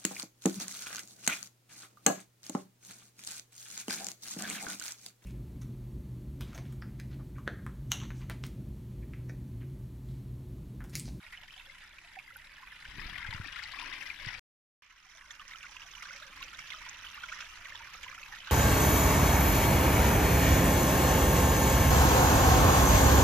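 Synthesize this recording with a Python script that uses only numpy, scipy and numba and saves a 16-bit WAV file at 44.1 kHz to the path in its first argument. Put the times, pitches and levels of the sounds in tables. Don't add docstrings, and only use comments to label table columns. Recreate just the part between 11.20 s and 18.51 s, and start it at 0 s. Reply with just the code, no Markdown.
import sys
import numpy as np
from scipy import signal
from scipy.fft import rfft, irfft, next_fast_len
from scipy.io import wavfile
from scipy.ndimage import uniform_filter1d
from numba import njit

SR = 44100
rng = np.random.default_rng(int(sys.argv[2]) if len(sys.argv) > 2 else 0)


def bounce(signal):
    frames = np.transpose(np.atleast_2d(signal))
    limited = np.clip(frames, -1, 1)
    pcm = np.round(limited * 32767).astype(np.int16)
    wavfile.write(sys.argv[1], SR, pcm)


N = 322371

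# (start [s], end [s])
SPANS = [(0, 3.194), (3.622, 7.31)]
# (before the gap [s], after the gap [s])
LEFT_LAG_S = [.00001, -0.000059]
GAP_START_S, GAP_END_S = SPANS[0][1], SPANS[1][0]
TIME = np.arange(N) / SR


def brook():
    # (frequency [Hz], relative density [dB])
    large_spectra = [
        [(260, -45), (450, -35.5), (566, -17), (673, -28.5), (765, -16.5), (979, -8), (1160, -10), (1410, -4.5),
         (2000, 1), (4000, -11), (5200, -48.5)],
        [(260, -55), (450, -34.5), (555, -15), (667, -26), (997, -6.5), (1400, -1), (2150, -0.5), (2420, -0.5),
         (2800, -2), (4000, -10.5), (5200, -20.5), (8800, -120)],
    ]
    small_spectra = [
        [(2060, -18.5), (3500, -12), (4660, 7), (5800, 1.5), (6390, -16.5), (8000, -50.5), (10400, -63.5)],
        [(2060, -35), (3500, -15.5), (4380, -11.5), (5840, -2), (6660, -11), (8000, -25), (10400, -53.5)],
    ]
    spray_spectrum = [(4410, -3), (7500, -4), (8420, -9.5), (10700, -4), (13100, -11.5), (14500, -12),
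                      (15500, -26)]
    # (time [s], large-bubble gain [dB], small-bubble gain [dB])
    surge = [(0, -3, -2), (1.0, -4.5, -5), (1.7, -1.5, -1.5), (2.0, 2, -6), (2.46, 0, -5), (2.65, 3.5, 2),
             (3.01, -1.5, -2.5), (3.08, 3, 1), (3.19, -1.5, -3), (4.84, -1.65, 0.5), (4.95, 1.5, 4),
             (5.1, -3.5, -5), (5.2, 1.5, 0), (5.34, -2, -0.5), (5.61, 1, -1.5), (6.1, -1, -1.4),
             (6.96, -2.5, -4), (7.31, 0, -3)]
    (large_db, small_db, spray_db, _, _), pans_db = orientation()
    times, large_surge, small_surge = np.transpose(surge)
    large_db = large_db + np.interp(TIME, times, large_surge) + fade_db()
    small_db = small_db + np.interp(TIME, times, small_surge) + fade_db()
    spray_db = spray_db + 0.99 * fade_db()
    splash = splashes(large_db)
    large = [bubbles(spectrum, splash, count=10000, cycles=42.2, scatter_db=11, stray=.35, trail_s=.009,
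                     wide_db=5, wide_s=3e-5, far_db=-.5, steady=1.3, sharp=.15, alike_hz=2400,
                     rise=.077, glide=.11) for spectrum in large_spectra]
    small = [bubbles(spectrum, splash, count=8000, cycles=87, scatter_db=14.5, stray=.37, trail_s=.0092,
                     wide_db=3.5, wide_s=6e-5, far_db=-2.5, steady=1.2, sharp=.5, alike_hz=1500,
                     rise=.055, glide=.08) for spectrum in small_spectra]
    spray = bubbles(spray_spectrum, splash, count=10000, cycles=79, scatter_db=9.5, stray=.45,
                    trail_s=.0051, wide_db=.5, wide_s=1e-4, far_db=.5, steady=4, sharp=.7,
                    alike_hz=1500, rise=.07, glide=.06)
    before = TIME < GAP_START_S
    finest = signal.lfilter(*signal.butter(2, 11660, "high", fs=SR), spray)
    spray = spray + ~before * (undb(3) - 1) * finest
    layers = np.where(before, *large), np.where(before, *small), spray
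    levels_db = large_db, small_db, spray_db
    flow = sum(undb(db) * case_shadow(x, pan) for x, db, pan in zip(layers, levels_db, pans_db))
    return flow + plops(pans_db[0]) + glugs() + droplets()


def bubbles(spectrum, splash, count, cycles, scatter_db, stray, trail_s, wide_db, wide_s,
            far_db, steady, sharp, alike_hz, rise, glide, clump_db=3.5, clump_octaves=2.196):
    moment, pitch, pick, shallowness, kind, wait, strength = rng.random((count, 7)).T
    pan, bearing = rng.standard_normal((count, 2)).T
    splash_s, splash_db, wash, crack = splash
    parent = (pick * len(splash_s)).astype(int)
    trailing = kind > stray
    times = np.where(trailing, splash_s[parent] - trail_s * np.log(wait), moment * N / SR)
    hz = spectrum[0][0] * (spectrum[-1][0] / spectrum[0][0]) ** pitch
    db = shape_db(spectrum, hz) + 20 * np.log10(hz) + scatter_db * strength
    favourite = rng.random(len(splash_s))[parent]
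    clump = np.cos(2 * np.pi * (np.log2(hz) / clump_octaves + favourite))
    db = db + trailing * (splash_db[parent] + clump_db * clump)
    lag = wide_s * bearing + np.where(times < GAP_START_S, *LEFT_LAG_S)
    t60 = cycles * 0.12 ** shallowness / hz
    near = tones(times, hz, t60, db, wide_db * pan, rise, glide * shallowness, lag)
    far = hiss(spectrum, alike_hz, flicker_db=2.7, rate_hz=12) * (steady + wash + sharp * crack)
    return unit(unit(near) + undb(far_db) * unit(far))


def splashes(flow_db, count=340, spread_db=1.98, strong_db=-16.5, wash_s=0.021, crack_s=0.0034):
    # (time [s], level [dB]), taken relative to the running flow
    slaps = [(0.1244, -30), (1.645, -33.5), (1.6772, -36.5), (1.7952, -36), (1.96, -37), (2.3579, -30.5),
             (2.39, -30.5), (2.4363, -36), (2.5343, -30.5), (2.595, -21.5), (2.7307, -30.5),
             (2.8126, -28.5), (2.8612, -28), (2.898, -36), (3.084, -30.5), (3.1268, -29.5), (3.626, -50),
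             (4.1053, -31), (4.31, -33), (4.4295, -32.5), (4.6197, -33), (4.8242, -22), (5.227, -32.5),
             (5.3881, -28), (5.5032, -23), (5.66, -36), (6.037, -31.5), (6.0856, -30), (6.12, -30),
             (6.2051, -25.5), (6.5558, -38), (6.733, -28), (6.83, -21.5), (6.9272, -36.5), (7.1241, -35),
             (7.2714, -26.5)]
    weak_s = (np.arange(count) + rng.random(count)) / count * N / SR
    weak_db = spread_db * rng.standard_normal(count)
    slap_s, slap_db = np.transpose(slaps)
    slap_db = slap_db - flow_db[(slap_s * SR).astype(int)] + strong_db
    times, db = np.r_[weak_s, slap_s], np.r_[weak_db, slap_db]
    kicks = np.bincount((times * SR).astype(int), undb(db), N)
    wash, crack = (unit(signal.lfilter([1], [1, -np.exp(-1 / (tau * SR))], kicks))
                   for tau in (wash_s, crack_s))
    return times, db, wash, crack


def plops(pan_db, follow_s=0.005, follow_db=-6.5):
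    # (time [s], peak level [dB], pitch [Hz])
    bursts = [(0.065, -41, 2340), (0.134, -41, 2250), (0.174, -39.5, 2970), (0.233, -43, 3030),
              (0.307, -42, 2900), (0.378, -42, 3330), (0.398, -38.5, 2710), (0.784, -40, 2430),
              (0.959, -42.5, 1870), (0.967, -43, 767), (0.989, -33, 2420), (1.106, -46.5, 1370),
              (1.158, -41.5, 1490), (1.428, -48, 1060), (1.652, -40, 1580), (1.781, -47, 1020),
              (1.795, -36, 1880), (1.957, -33.5, 1980), (1.983, -36, 1970), (2.005, -41, 2000),
              (2.028, -35, 2050), (2.046, -35.5, 1630), (2.124, -45.5, 920), (2.127, -37, 1960),
              (2.138, -38.5, 4800), (2.274, -44, 4860), (2.346, -44, 3600), (2.359, -35, 2100),
              (2.363, -37, 1445), (2.393, -34, 2000), (2.437, -34, 4400), (2.52, -39.5, 4500),
              (2.534, -41, 1040), (2.571, -45, 1100), (2.593, -41.5, 966), (2.603, -40, 1010),
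              (2.623, -40.5, 1000), (2.827, -44.5, 5640), (2.901, -32, 2430), (3.061, -37.5, 4840),
              (3.086, -35, 1920), (3.132, -39, 2200), (3.148, -37.5, 2330), (4.011, -43, 1830),
              (4.106, -40.5, 1860), (4.108, -39, 3560), (4.196, -40, 2790), (4.196, -44, 1255),
              (4.214, -49.5, 1145), (4.27, -47, 1980), (4.28, -37.5, 5660), (4.311, -38.5, 2000),
              (4.334, -38, 2010), (4.347, -43, 1340), (4.358, -40, 2980), (4.385, -40.5, 5700),
              (4.429, -39, 2650), (4.443, -41, 1410), (4.464, -39.5, 2010), (4.558, -49.5, 987),
              (4.567, -34.5, 2670), (4.618, -39.5, 2790), (4.769, -47.5, 996), (4.822, -36.5, 2090),
              (4.855, -39.5, 1530), (4.897, -40, 2080), (4.907, -41, 1460), (5.023, -40, 1420),
              (5.026, -41.5, 3750), (5.207, -46, 1080), (5.227, -32.5, 2760), (5.283, -41, 2820),
              (5.332, -45, 1360), (5.347, -39, 3570), (5.388, -38, 2200), (5.532, -38, 1820),
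              (5.541, -39.5, 1250), (5.612, -48, 990), (5.661, -48, 995), (5.69, -33.5, 5650),
              (5.848, -39, 3180), (5.867, -37.5, 2940), (5.976, -41, 1210), (6.034, -39, 3280),
              (6.035, -35.5, 1466), (6.086, -36.5, 2100), (6.117, -38, 1400), (6.124, -29.5, 1430),
              (6.208, -40, 2600), (6.456, -35.5, 2180), (6.522, -37.5, 1800), (6.547, -46.5, 975),
              (6.555, -34.5, 3450), (6.604, -46.5, 933), (6.748, -42.5, 1255), (6.836, -35.5, 2220),
              (6.841, -46, 1760), (6.862, -45.5, 1005), (6.926, -43, 1240), (6.978, -40.5, 1370),
              (7.03, -36, 2480), (7.124, -39, 1820), (7.137, -39, 1810)]
    times, db, hz = np.transpose(bursts)[:, :, None]
    wait, strength, detune = rng.standard_normal((len(bursts), 2, 3)).transpose(2, 0, 1)
    follower = np.array([0, 1])
    times = (times + follower * follow_s * np.exp(0.44 * wait)).ravel()
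    db = (db + follower * (follow_db + 1.8 * strength)).ravel()
    hz = (hz * np.exp(follower * (0.033 + 0.085 * detune))).ravel()
    t60 = 0.032 * (hz / 1000) ** -1.37
    pan_db = pan_db[(times * SR).astype(int)] * np.minimum(hz / 1500, 1.6)
    lag = np.where(times < GAP_START_S, *LEFT_LAG_S)
    clicks = tones(times[::2], 1.59 * hz[::2], 0.0013, db[::2] - 8.5, pan_db[::2],
                   rise=0.045, glide=0, lag=lag[::2])
    return clicks + tones(times, hz, t60, db, pan_db, rise=0.083, glide=0.033, lag=lag)


def glugs(count=200, t60=0.043, scatter_db=4.5):
    # (pitch [Hz], pitch spread [log ratio], typical peak level [dB])
    hollows = [(553, .07, -69), (798.5, .13, -65.5)]
    times = rng.random(count) * N / SR
    strength, detune, pan = rng.standard_normal((count, 3)).T
    hz, spread, db = np.array(hollows)[np.arange(count) % len(hollows)].T
    db = db + scatter_db * strength + fade_db()[(times * SR).astype(int)]
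    return tones(times, hz * np.exp(spread * detune), t60, db, 3 * pan, rise=0.25, glide=0.11)


def droplets(t60=0.0018):
    # (time [s], peak level [dB], pitch [Hz], left minus right [dB])
    ticks = [(0.123, -54, 10700, 14.0), (1.168, -45, 11400, 24), (2.136, -50, 7240, 10.5),
             (2.6286, -48, 10300, 17), (5.225, -49, 13400, -15.0), (5.9463, -51, 12700, -17)]
    times, db, hz, pan_db = np.transpose(ticks)
    return tones(times, hz, t60, db, pan_db, rise=0.1, glide=0.032)


def banks(x, wet_db=-7.5, t60=0.02, size=4096):
    t = np.arange(size // 2) / SR
    wet = np.zeros((2, N + 3 * size))
    padded = np.pad(x, ((0, 0), (size, size)))
    window = np.sqrt(np.hanning(size))
    for i in range(0, N + size, size // 2):
        tail = rng.standard_normal((2, len(t))) * 1000 ** (-t / t60) * (t > .0015)
        tail = tail / np.sqrt(np.sum(tail ** 2, axis=1, keepdims=True))
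        piece = padded[:, i:i + size]
        echo = signal.fftconvolve(piece * window[:piece.shape[1]], tail, axes=1)
        wet[:, i:i + echo.shape[1]] += echo
    return x + undb(wet_db) * wet[:, size:size + N]


def fingers():
    # (time [s], peak level [dB], pitch [Hz], t60 [s], left minus right [dB])
    thumps = [(1.685, -45, 40, 0.096, 0), (1.783, -37.5, 88.8, 0.016, 7), (1.858, -33, 61.9, 0.017, 0),
              (1.925, -43.5, 90, 0.037, 0), (2.086, -36.5, 103, 0.089, 1), (2.146, -35.5, 96, 0.049, 2),
              (2.199, -31.5, 101, 0.054, 2.5), (2.26, -46.5, 290, 0.05, 0), (3.068, -35.5, 118, 0.054, 3)]
    times, db, hz, t60, pan_db = np.transpose(thumps)
    return tones(times, hz, t60, db, pan_db, rise=0.018, glide=-0.099, lag=-0.001)


def wind():
    # (frequency [Hz], relative density [dB])
    rumble_spectrum = [(8.8, -12.5), (15, 6), (70, -5), (107, -10.5), (220, -16), (290, -38.5), (480, -120)]
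    murmur_spectrum = [(200, -14.5), (250, 1.5), (350, 1.5), (470, -10)]
    # (time [s], rumble level [dB], murmur level [dB])
    crests = [(1.78, -49, -60.5), (1.87, -52, -81), (2.06, -57, -71), (2.15, -57, -74), (2.65, -67, -61.5),
              (3.06, -57, -71.5), (5.2, -68, -71)]
    times, rumble_db, murmur_db = np.transpose(crests)
    calm_rumble_db, calm_murmur_db = orientation()[0][3:]
    gain = undb(calm_rumble_db) + gusts(times, rumble_db)
    left, right = hiss(rumble_spectrum, alike_hz=350, flicker_db=1.3, rate_hz=12) * gain
    apart = (gain / undb(calm_rumble_db)) ** 0.3 * (left - right) / 2
    rumble = (left + right) / 2 + np.array([apart, -apart])
    murmur = hiss(murmur_spectrum, alike_hz=280, flicker_db=0.85, rate_hz=2.9)
    murmur *= undb(calm_murmur_db) + gusts(times, murmur_db)
    return (rumble + murmur) * undb(fade_db())


def gusts(times, crest_db, rise_db_per_s=174, fall_db_per_s=77, hop=64):
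    since = TIME[::hop] - times[:, None]
    slope_db = np.where(since < 0, rise_db_per_s, -fall_db_per_s) * since
    return np.repeat(undb(crest_db[:, None] + slope_db).sum(axis=0), hop)[:N]


def orientation(turn_at_s=1.57, turn_s=0.25):
    # (large, small, spray, rumble, murmur level [dB], large, small, spray left minus right [dB])
    holds = [(-50.5, -65.5, -71.5, -64, -79, -2, 4, 10.5), (-47, -58.5, -67.5, -61, -79, 8, 13.5, 10),
             (-48, -59, -69.5, -62, -77, -3, -10, -13.5)]
    away, turned, facing = np.array(holds)[:, :, None]
    turn = np.sin(np.pi / 2 * np.clip((TIME - turn_at_s) / turn_s, 0, 1)) ** 2
    held = np.where(TIME < GAP_START_S, away + turn * (turned - away), facing)
    return held[:5], held[5:]


def case_shadow(x, pan_db, knee_hz=700):
    low = signal.lfilter(*signal.butter(1, knee_hz, fs=SR), x)
    return low + (x - low) * undb(np.array([pan_db, -pan_db]) / 2)


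def fade_db(start_db=-14.5, tau_s=0.57):
    since = TIME - GAP_END_S
    return np.where(since > 0, start_db * np.exp(-np.abs(since) / tau_s), 0)


def tones(times, hz, t60, db, pan_db, rise, glide, lag=0):
    age = np.linspace(0, 1, 500)
    peak = np.max(1000 ** -age * (1 - np.exp(-age / rise)) ** 2)
    left, right = undb(db + pan_db / 2) / peak, undb(db - pan_db / 2) / peak
    each = np.ones(len(times))
    return ring(np.zeros((2, N)), times, hz, t60 * each, rise, glide * each, left, right, lag * each)


@njit
def ring(out, times, hz, t60, rise, glide, left, right, lag):
    for k in range(len(times)):
        start, n = int(times[k] * SR), int(t60[k] * SR) + 1
        swell = np.exp(-1 / (rise * t60[k] * SR))
        left_delay = np.exp(-2j * np.pi * hz[k] * lag[k])
        step = np.exp(2j * np.pi * hz[k] / SR - np.log(1000) / (t60[k] * SR))
        bend = np.exp(2j * np.pi * hz[k] * glide[k] / n / SR)
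        phasor, onset = 1 + 0j, 1.
        for i in range(start, min(start + n, out.shape[1])):
            phasor, step, onset = phasor * step, step * bend, onset * swell
            out[0, i] += left[k] * (1 - onset) ** 2 * (phasor * left_delay).imag
            out[1, i] += right[k] * (1 - onset) ** 2 * phasor.imag
    return out


def hiss(spectrum, alike_hz, flicker_db, rate_hz):
    size = next_fast_len(N)
    f = np.maximum(np.fft.rfftfreq(size, 1 / SR), 1)
    noise = rfft(rng.standard_normal((2, size))) * undb(shape_db(spectrum, f))
    low_hz, high_hz = spectrum[0][0], spectrum[-1][0]
    out = 0
    for hz in low_hz * 2 ** np.arange(0, np.log2(high_hz / low_hz) + .5, .5):
        band = np.cos(np.pi * np.clip(np.log2(f / hz), -.5, .5)) ** 2
        mid, side = irfft(noise * band, size)[:, :N] * undb(flicker_db * flicker(rate_hz))
        alike = 1 / (1 + (hz / alike_hz) ** 2)
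        out = out + np.sqrt(1 + alike) * mid + np.sqrt(1 - alike) * np.array([side, -side])
    return unit(out)


def flicker(rate_hz):
    hold = int(SR / rate_hz)
    steps = np.repeat(rng.standard_normal(N // hold + 1), hold)
    return unit(uniform_filter1d(uniform_filter1d(steps, hold), hold)[:N])


def shape_db(spectrum, hz):
    f, db = np.transpose(spectrum)
    return np.interp(np.log(hz), np.log(f), db, left=-90, right=-90)


def undb(db):
    return 10 ** (np.asarray(db) / 20)


def unit(x):
    return x / np.sqrt(np.mean(x ** 2))


def scene():
    audible = sum((TIME >= start) & (TIME < end) for start, end in SPANS)
    return (banks(brook()) + fingers() + wind()) * uniform_filter1d(1. * audible, size=60)


def record(dry):
    return signal.sosfilt(signal.ellip(8, .2, 70, 15400, fs=SR, output="sos"), dry)


dry = scene()
out = record(dry)
bounce(out)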